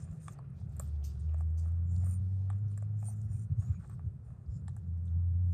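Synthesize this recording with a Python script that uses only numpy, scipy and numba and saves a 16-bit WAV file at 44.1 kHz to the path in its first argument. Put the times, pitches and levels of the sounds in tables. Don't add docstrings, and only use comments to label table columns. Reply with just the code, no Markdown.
import sys
import numpy as np
from scipy import signal
from scipy.fft import rfft, irfft
from scipy.io import wavfile
from scipy.ndimage import uniform_filter1d
from numba import njit

SR = 44100
rng = np.random.default_rng(int(sys.argv[2]) if len(sys.argv) > 2 else 0)


def gain_from_db(level_db):
    decades = np.asarray(level_db, float) / 20
    return 10 ** decades


def output_pcm(signal):
    pcm = np.clip(np.atleast_2d(signal).T, -1, 1) * 32767
    wavfile.write(sys.argv[1], SR, np.round(pcm).astype(np.int16))


N = 244049
TIME = np.arange(N) / SR

# pitch_hz, level_db (per Hz)
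AIR_COLOUR = [(150, 19.5), (200, 5.5), (285, 0), (370, 3.5), (700, -9), (980, -13), (1350, -11.5),
              (2100, -25.5), (3100, -35.5), (7500, -38), (9000, -26), (10000, -46), (11800, -31),
              (12700, -47.5)]
# time_s, gust_db
GUSTS = [(0, -60.5), (.37, -61.5), (.47, -64), (.7, -60.5), (1.7, -64.5), (2, -57), (2.4, -66.5),
         (2.65, -62), (3.15, -61.5), (3.5, -56), (3.72, -56.5), (3.9, -59.5), (4.08, -58), (4.3, -60.5),
         (4.42, -64), (4.6, -57), (4.8, -60.5), (5.53, -63)]
# time_s, peak_db, centre_hz
BUFFETS = [(0.099, -34, 66), (3.308, -26.5, 94), (3.341, -23.5, 98), (3.499, -25, 115), (3.781, -27, 150),
           (3.68, -30, 160), (.3, -34, 149), (4.036, -24, 98.4), (3.3, -30, 70), (4.32, -34, 80),
           (.13, -33, 140), (4.52, -28.5, 101), (4.631, -30, 129), (4.686, -23, 111), (3.512, -18.5, 120),
           (3.585, -16, 103), (3.696, -16, 98.3), (4.063, -19.5, 91.5), (4.479, -23, 71), (4.555, -24, 136),
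           (4.592, -32.5, 145)]
# time_s, firing_hz, drone_db
ENGINE_PULLS = [
    [(.67, 71.9, -49.5), (.95, 75.7, -33), (1.06, 71.3, -35.5), (1.15, 72, -43.5), (1.28, 78, -32),
     (1.57, 80.9, -31.5), (2.05, 89.54, -30.5), (2.74, 102, -34.5), (3.45, 108.5, -39)],
    [(4.8, 81.7, -51.5), (4.884, 84.24, -36), (5.06, 85.85, -35.5), (5.14, 84.67, -30.5),
     (5.53, 89.96, -29)],
]
# time_s, peak_db, rattle_s, ring_share (0 to 1)
RATTLES = [
    (1.036, -48, .03, .9),
    (1.571, -58, .03, .5),
]
# pitch_hz, level_db, t60_s (time to fade by 60 dB)
WIRE_MODES = [(2450, -9, .1), (3680, -4, .14), (4745, -2, .2), (4823, -3, .2), (5245, 2, .22),
              (6022, -3, .1), (6128, 0, .13), (6250, -4, .14), (6350, -6, .1), (7500, -1, .08),
              (8010, 0, .1), (8420, 0, .07), (8662, 1, .08), (9400, -3, .07)]
# pitch_hz, width_hz, level_db
BRISTLE_CAVITIES = [
    (7380, 2700, 4.5),
    (8800, 4200, 11),
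]
# start_s, held_s, hiss_db, scrape_db, sheen_db (last two against hiss)
DRAGS = [(0, 0.05, -68.5, -16, -19), (.1, 0.08, -78.5, -10, -16.5), (.22, 0.115, -70, -13, -14),
         (.58, 0.032, -88.5, 8.5, -7), (.72, 0.063, -88, 3.5, -4.5), (1.38, 0.04, -78, -13.5, -12),
         (1.63, 0.059, -78.5, -12.5, -8.5), (1.92, 0.11, -77.5, -16.5, -17.5), (2.05, 0.1, -69, -17.5, -4),
         (2.2, 0.27, -94.5, 6.5, -22.5), (2.7, 0.13, -88.5, 1, -9), (3.005, .13, -69, -27, -9),
         (3.17, .09, -76, -19, -13), (3.32, .115, -72, -20.5, -13), (3.601, 0.13, -75, -11, -12),
         (3.8, .15, -83, -5, -7), (4.25, 0.075, -94.5, -7, -18), (4.52, 0.07, -87, -9, -29),
         (5.065, 0.034, -85.5, -9, -7), (5.46, .07, -91, -15, -43)]
# start_s, held_s, hiss_db, scrape_db, sheen_db (as above)
JABS = [
    (.8, 0.043, -73, -3.5, 0.5),
    (1.042, 0.019, -72, -0.5, 4),
    (1.196, 0.014, -77, -4, -24),
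    (1.582, 0.013, -72, -16, -6),
    (2.505, 0.014, -85, -6.5, -35),
    (4.69, 0.0088, -88.5, -3, -19),
    (4.77, 0.0067, -91, -5, -20),
]
# level_db of hiss, scrape, sheen
FUR_RUSTLE = [
    -94,
    -97,
    -120,
]
# start_s, held_s, level_db
WHISTLES = [(.235, 0.014, -63.5), (.8, .012, -70), (1.585, 0.0093, -74.5), (2.062, .02, -63),
            (2.1, .05, -60), (2.78, 0.009, -79), (3.07, 0.021, -54.5), (3.33, 0.099, -72.5),
            (3.61, 0.0088, -79), (3.83, .01, -83)]
# start_s, held_s,
# level_db, pitch_hz, width_hz
HUMS = [(0, 0.071, -75, 7100, 250), (0, 0.067, -77, 8840, 250), (.115, .03, -78, 7340, 400),
        (.225, 0.084, -77.5, 7300, 500), (1.87, 0.11, -79, 7250, 900), (2.0, 0.16, -71.5, 7200, 500),
        (2.99, 0.068, -76.5, 7330, 300), (3.415, 0.018, -73, 7300, 300), (3.65, 0.11, -80.5, 6830, 500),
        (3.82, 0.03, -80, 8310, 400), (3.9, 0.037, -77, 8340, 400), (4.49, .11, -82, 7170, 390),
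        (4.25, 0.077, -87, 9100, 500), (1.59, 0.027, -80, 4930, 800), (1.585, .03, -77, 6100, 200),
        (.8, .012, -68, 1250, 200), (.392, .01, -72, 980, 200), (1.04, .08, -78, 2800, 900),
        (2.0, .14, -84, 4800, 1500), (4.5, .09, -88, 5200, 1200), (3.085, .03, -70, 760, 200),
        (3.06, 0.029, -81, 4450, 300), (3.06, 0.012, -88.5, 3350, 300), (3.73, .06, -85.5, 2400, 300)]
# pitch_hz, width_hz, level_db
MOUTH = [
    (705, 140, 2.5),
    (1162, 210, 0),
    (1600, 250, -10.5),
    (2400, 120, -11.5),
]
# start_s, held_s, slosh_db, mouth_opening_db
LAPS = [(0, 0.034, -61.5, -7.5), (.28, 0.087, -65.5, -7), (.8, 0.023, -64, -6.5), (1.3, 0.061, -69.5, -2.5),
        (1.63, 0.034, -70, 0), (2.02, 0.062, -67.5, -3.5), (2.505, 0.0073, -69, -6), (2.78, 0.053, -83, 1),
        (3.031, 0.066, -69.5, -3), (3.32, 0.059, -72, -1), (3.619, 0.1, -75, 1), (3.9, 0.034, -78.5, 0),
        (4.27, 0.036, -73.5, -12), (4.685, .015, -82.5, 0)]
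# time_s, jaw_db, cheek_db
CHEWING = [
    (0, -72.5, -78),
    (5.53, -80.5, -90.5),
]
# start_s, held_s, level_db, pitch_hz
SQUELCHES = [
    (3.626, 0.069, -76.5, 1250),
    (3.711, 0.044, -73, 1260),
    (3.801, 0.05, -70.5, 1300),
    (3.836, 0.032, -67, 770),
    (3.905, 0.033, -69, 1240),
]
# time_s, peak_db, jaw_hz, mouth_opening_db, wetness_db
SMACKS = [(.282, -47.5, 800, 8.5, 0.5), (.389, -49.5, 725, -4.5, -18), (.615, -61.5, 695, -8, -25),
          (0.7993, -41, 583, -2.5, -17), (1.294, -59, 566.3, -13, -24), (1.344, -47, 652, -6, -18),
          (1.408, -51.5, 726, -1, -12), (1.659, -55.5, 587, -5, -12.5), (2.037, -52, 720, -10.5, -16),
          (2.067, -53, 549, -3.5, -2), (2.502, -43.5, 790, -0.5, -11), (2.53, -60.5, 580, 3.5, -12),
          (2.716, -72, 623, 4, 9.5), (2.777, -56.5, 619, -1, 9), (2.825, -48, 600, -9, -12.5),
          (3.028, -50, 738, -6.5, -13), (3.086, -50, 754, -25, 2), (3.623, -61.5, 730, -2, -12),
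          (3.846, -60, 770, 3, -17), (3.897, -59, 790, 4, -0.5), (3.994, -54.5, 778, -0.5, -21.5),
          (4.305, -65.5, 600, 4, -16), (4.682, -50, 840, -3.5, -0.5), (4.766, -56, 780, -8, 2)]
# time_s, peak_db
TICKS = [(.723, -74), (0.768, -57), (.797, -38.5), (0.876, -67), (1.72, -72.5), (3.065, -54.5),
         (3.103, -55.5), (3.217, -61), (4.785, -73), (5.056, -69.5)]
# time_s, peak_db,
# pitch_hz, width_hz
CLICKS = [(.2825, -52, 2360, 300), (.2836, -55, 3460, 400), (0.388, -67.5, 4500, 600),
          (.391, -52, 980, 200), (.282, -53, 5500, 2500), (.797, -50, 4500, 3500), (2.778, -64, 5300, 2000),
          (2.78, -64, 12000, 2000), (2.512, -58, 1000, 250), (.696, -72, 11500, 3000),
          (.723, -72, 5500, 3000), (1.474, -72, 6500, 3500), (1.58, -62, 12500, 2500),
          (1.72, -70, 4000, 3000), (2.456, -70, 3000, 2500), (3.515, -72, 7500, 2500),
          (4.766, -64, 6200, 1500), (4.767, -62, 1600, 300), (.956, -64.5, 3500, 3000),
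          (1.03, -64, 3000, 1200), (1.659, -71, 4030, 3000), (2.036, -62.5, 2140, 1200),
          (3.106, -63, 10900, 2000), (3.217, -57.5, 6400, 2000), (3.9, -66, 4500, 2500),
          (4.49, -77, 3300, 900), (4.682, -63, 9700, 1000), (.766, -58, 12400, 2500),
          (0.7966, -45, 13000, 3480), (3.217, -72, 12500, 2500), (3.898, -63.5, 12300, 2000),
          (4.766, -64.5, 12000, 2000), (1.293, -65.5, 2760, 890), (1.408, -72, 5010, 695),
          (1.964, -53.5, 4700, 2820), (2.501, -47.5, 1726, 260), (2.502, -59.5, 2400, 300),
          (2.503, -59, 3380, 500), (2.53, -74, 3400, 607), (2.716, -66, 2580, 2500),
          (2.738, -70, 2799, 600), (2.777, -54.5, 1680, 259), (2.824, -63, 1740, 260),
          (4.462, -72, 4730, 890), (4.681, -52, 3680, 3040), (4.681, -53, 1740, 403),
          (4.6954, -65, 3900, 1200), (5.081, -66, 3600, 710)]
# time_s, peak_db, pitch_hz
SPIT_BEADS = [(0.1151, -63, 7250), (0.2219, -60, 9000), (0.2433, -52, 8900), (0.3247, -54, 7080),
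              (0.5028, -71, 8800), (0.6025, -66.5, 8680), (0.6958, -68, 7280), (0.7228, -70, 8850),
              (1.1997, -60, 7670), (1.2074, -63, 8500), (1.3418, -62.5, 7220), (1.3853, -61.5, 8070),
              (1.505, -68.5, 7380), (1.5973, -53.5, 8070), (1.9185, -62, 7100), (1.9634, -58, 8700),
              (1.9809, -57.5, 7230), (2.1106, -45, 9030), (2.5287, -63.5, 8100), (2.5865, -70, 7310),
              (2.6833, -66, 5800), (2.823, -59.5, 7500), (2.9861, -66, 7200), (3.0021, -67, 8800),
              (3.3253, -67, 9240), (3.5997, -62.5, 9100), (3.8774, -62, 8250), (4.5441, -68, 7200),
              (4.5655, -61, 7110), (4.9776, -76, 5600)]
# delay_s, level_db
WALL_SLAPS = [
    (.011, -16.5),
    (0.026, -27),
]


def level(x, db):
    return x * gain_from_db(db) / np.sqrt(np.mean(x ** 2))


def unit_peak(x):
    return x / np.abs(x).max()


@njit
def svf(x, hz, width):
    y, b, l = np.empty(len(x)), 0., 0.
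    for i in range(len(x)):
        g, k = np.tan(np.pi * hz[i] / SR), width[i] / hz[i]
        v = (b + g * (x[i] - l)) / (1 + g * (g + k))
        b, l, y[i] = 2 * v - b, l + 2 * g * v, k * v
    return y


def band(x, hz, width):
    hz, width = hz + np.zeros(len(x)), width + np.zeros(len(x))
    return svf(svf(x, hz, width), hz, width)


def flat(x, lo_hz, hi_hz, order=4):
    edges = signal.butter(order, [lo_hz, hi_hz], "band", fs=SR, output="sos")
    return level(signal.sosfilt(edges, x), 0)


def ring(x, hz, t60):
    r, w = np.exp(-np.log(1000) / (t60 * SR)), 2 * np.pi * hz / SR
    return signal.lfilter([0, np.sin(w)], [1, -2 * r * np.cos(w), r * r], x)


def walk(rate):
    k = int(SR / rate)
    steps = np.repeat(rng.standard_normal(N // k + 1), k)
    return 1.804 * uniform_filter1d(uniform_filter1d(steps, k), k)[:N]


def curves(table):
    s, *columns = np.transpose(table)
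    return [np.interp(TIME, s, c) for c in columns]


def add(out, s, x):
    i = int(s * SR)
    out[i:i + len(x)] += x[:N - i]


def swells(rows, rise_db_s, fall_db_s):
    db = []
    for s, held, peak_db in rows:
        early, late = np.maximum(s - TIME, 0), np.maximum(TIME - s - held, 0)
        db.append(peak_db - rise_db_s * early - fall_db_s * late)
    return np.sqrt(np.sum(gain_from_db(np.array(db)) ** 2, axis=0))


def grains(rate, scatter_db):
    sizes = gain_from_db(scatter_db * np.minimum(rng.exponential(size=N), 2.5))
    snaps = (rng.random(N) < rate / SR) * sizes
    return level(rng.standard_normal(N) * (1 + uniform_filter1d(snaps, size=40) * 22.0), 0)


def air():
    f, g = np.transpose(AIR_COLOUR)
    hz = np.maximum(np.arange(N // 2 + 1) * SR / N, 1)
    colour = gain_from_db(np.interp(np.log(hz), np.log(f), g)) * (hz > 130)
    hush = rfft(rng.standard_normal(N)) * colour
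    octave, swell = np.log2(hz / 128), walk(.8)
    out = np.zeros(N)
    for k in range(16):
        half_octave = irfft(hush * np.clip(1 - np.abs(2 * octave - k), 0, 1), N)
        out += gain_from_db(.5 * swell - 0.24 * TIME + 1.2 * walk(13)) * half_octave
    return level(out, -61)


def wind():
    gust_db, = curves(GUSTS)
    hz = 97.6 - 0.5 * (gust_db + 60.5)
    rumble = flat(band(rng.standard_normal(N), hz, 0.76 * hz), 54, 202.6)
    deep_bed = gain_from_db(-62.5) * flat(rng.standard_normal(N), 38, 62, order=2)
    out = rumble * gain_from_db(gust_db + 16.5 + 1.6 * walk(16)) + deep_bed
    t = np.arange(-.04, .06, 1 / SR)
    for s, db, hz in BUFFETS:
        swell = np.exp(-(t * hz / 1.25) ** 2)
        add(out, s - .03, gain_from_db(db - 7.0) * swell * np.sin(2 * np.pi * hz * t * (1 - 4.5 * t)))
    return out


def favoured(hz, best_hz, width_hz, db):
    return np.maximum(db - 6 * ((hz - best_hz) / width_hz) ** 2, -63)


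def engine_pulls():
    out = np.zeros(N)
    for table in ENGINE_PULLS:
        hz, drone_db = curves(table)
        turn = 2 * np.pi * np.cumsum(hz * (1 + 0.0074 * walk(21.73))) / SR
        drone = gain_from_db(drone_db + 0.46 * walk(12)) * np.sin(turn)
        octave_db = favoured(2 * hz, best_hz=180, width_hz=17, db=-51.5) + 1.4 * walk(7.1)
        octave = gain_from_db(octave_db) * (np.sin(2 * turn) + gain_from_db(-30) * np.sin(3 * turn))
        uneven_db = favoured(1.5 * hz, best_hz=152, width_hz=6, db=-52) + 2 * walk(6)
        uneven = gain_from_db(uneven_db) * np.sin(1.5 * turn)
        fade_in = np.clip((TIME - table[0][0]) / 0.027 + 1, 0, 1)
        fade_out = np.clip((table[-1][0] - TIME) / 0.07 + 1, 0, 1)
        out += np.sqrt(2) * fade_in * fade_out * (drone + octave + uneven)
    return out


def slowing_engine():
    end_s = 0.583
    hz = np.interp(TIME, (0, end_s), (161.3, 134.7)) * (1 + 0.012 * walk(14.8))
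    tone = np.sin(2 * np.pi * np.cumsum(hz) / SR)
    return tone * gain_from_db(-47 + 2.06 * walk(7.8)) * np.clip((end_s - TIME) / 0.057, 0, 1)


def mesh():
    out, t = np.zeros(N), np.arange(int(.4 * SR)) / SR
    for s, db, length, share in RATTLES:
        knocks = rng.standard_normal(len(t)) * np.minimum(t / .011, 1) * np.exp(-t / length)
        wire = sum(gain_from_db(g) * ring(knocks, f, t60) for f, g, t60 in WIRE_MODES)
        rasp = flat(knocks, 4000, 7300, order=3) + 0.45 * flat(knocks, 2300, 5400, order=2)
        rasp += 0.46 * level(band(knocks, 6000., 1270.0), 0)
        add(out, s, gain_from_db(db) * unit_peak(share * level(wire, 0) + rasp))
    return out


def streaks(x, depth_db):
    spectrum = rfft(x)
    slot = np.arange(N // 2 + 1) * SR / N / 350
    out = np.zeros(N)
    for k in range(11, 30):
        tuft = irfft(spectrum * np.clip(1 - np.abs(slot - k), 0, 1), N)
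        out += gain_from_db(depth_db * walk(22)) * tuft
    return out


def press(column, faster):
    def rows(table):
        return [(s, held, db + (0, *re_db)[column]) for s, held, db, *re_db in table]
    drags = swells(rows(DRAGS), max(faster, 1) * 501.5, faster * 699)
    jabs = swells(rows(JABS), 2500, faster * 185)
    return np.hypot(drags, jabs) + gain_from_db(FUR_RUSTLE[column])


def strokes():
    flicks = grains(330, 2.0)
    body = sum(gain_from_db(db + 1.2 * walk(30)) * level(band(flicks, f, w), 0) for f, w, db in BRISTLE_CAVITIES)
    hiss = streaks(flat(body, 5000, 9400, order=8), depth_db=3.0)
    whistle = band(flicks, 8950 + 40 * walk(18.0), 300)
    scrape = flat(grains(600, 2.5), 3000, 6200, order=2)
    sheen = np.zeros(N)
    for f in (12000, 12800, 13600, 14400):
        patch = np.clip(2.5 * walk(16) + 2.5, .05, 1)
        sheen += patch * gain_from_db(2 * walk(25) - f / 550) * flat(flicks, f, f + 800)
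    out = level(hiss, 0) * press(column=0, faster=1)
    out += level(scrape, 0) * press(column=1, faster=0.47)
    out += level(sheen, 0) * press(column=2, faster=1.8)
    return out + level(whistle, 0) * swells(WHISTLES, rise_db_s=600, fall_db_s=600)


def hums():
    fur = grains(180, 3.0) * gain_from_db(3.0 * walk(40))
    out = np.zeros(N)
    for *row, hz, width_hz in HUMS:
        out += level(band(fur, hz, width_hz), 0) * swells([row], rise_db_s=1200, fall_db_s=600)
    return out


def lapping():
    wet = grains(200, 3.5)
    s, held, db, open_db = np.transpose(LAPS)
    jaw_bed_db, cheek_bed_db = curves(CHEWING)
    rise_db_s, fall_db_s = 305.5, 118.5
    jaw = np.hypot(swells(zip(s, held, db), rise_db_s, fall_db_s), gain_from_db(jaw_bed_db))
    cheek = np.hypot(swells(zip(s, held, db + open_db), rise_db_s, fall_db_s), gain_from_db(cheek_bed_db))
    modes = [gain_from_db(g + 2.2 * walk(30)) * level(band(wet, f, 2.54 * w), 0) for f, w, g in MOUTH]
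    lips = sum(modes[2:]) * np.sqrt(cheek * jaw)
    return modes[0] * jaw * gain_from_db(-6.0) + modes[1] * cheek * gain_from_db(-2.5) + lips * gain_from_db(-4.0)


def squelches():
    wet = grains(500, 3.5)
    out = np.zeros(N)
    for *row, hz in SQUELCHES:
        squeezed = band(wet, hz * (1 + .08 * walk(20)), 0.4 * hz)
        out += level(squeezed, 0) * swells([row], rise_db_s=1500, fall_db_s=1500)
    return out


def tick(t):
    decay = np.exp(-t / 0.00021) + 0.051 * np.exp(-t / 0.0042)
    snap = rng.standard_normal(len(t)) * np.minimum(t / 0.0008, 1) * decay
    return unit_peak(flat(snap, 7200, 9500, order=4) + 0.13 * flat(snap, 8200, 11000, order=2))


def smack(t, hz, open_db, wet_db):
    pop = np.exp(-(t / 0.0001 - 4) ** 2) + 0.032 * rng.standard_normal(len(t)) * np.exp(-t / 0.013)
    jaw = band(pop, hz, 230.0)
    cheek = band(pop, MOUTH[1][0], 230.)
    lips = band(pop, MOUTH[2][0] * 1.04, 260.0) + 0.41 * band(pop, MOUTH[3][0], 290.0)
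    out = unit_peak(jaw) + gain_from_db(open_db) * unit_peak(cheek)
    return out + gain_from_db(open_db - 6.5) * unit_peak(lips) + gain_from_db(wet_db + 1.5) * tick(t)


def click(t, hz, width_hz):
    knock = (1. * (t == 0) + 0.1 * rng.standard_normal(len(t))) * np.exp(-t / 0.0037)
    return unit_peak(band(knock, hz, width_hz))


def mouth_snaps():
    out, t = np.zeros(N), np.arange(int(0.075 * SR)) / SR
    for s, db, hz, open_db, wet_db in SMACKS:
        add(out, s - .0012, gain_from_db(db) * smack(t, hz, open_db, wet_db))
    for s, db in TICKS:
        add(out, s - .0012, gain_from_db(db + 6.5) * tick(t))
    for s, db, hz, width_hz in CLICKS:
        add(out, s - .0006, gain_from_db(db) * click(t, hz, width_hz))
    for s, db, hz in SPIT_BEADS:
        add(out, s - .0006, gain_from_db(db) * click(t, hz, 1300.))
    for delay, db in WALL_SLAPS:
        add(out, delay, gain_from_db(db) * out.copy())
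    return out


def scene():
    background = air() + wind() + engine_pulls() + slowing_engine()
    brushing = mesh() + strokes() + hums()
    mouth = lapping() + squelches() + mouth_snaps()
    return (background + brushing + mouth)[None]


def roll_off(x):
    return signal.sosfilt(signal.butter(12, 15220, fs=SR, output="sos"), x)


def record(dry):
    x = signal.sosfilt(signal.butter(3, 44, "high", fs=SR, output="sos"), dry)
    x = signal.sosfilt(signal.ellip(8, .2, 60, 15150, fs=SR, output="sos"), x)
    return roll_off(x)


dry = scene()
out = record(dry)
output_pcm(out)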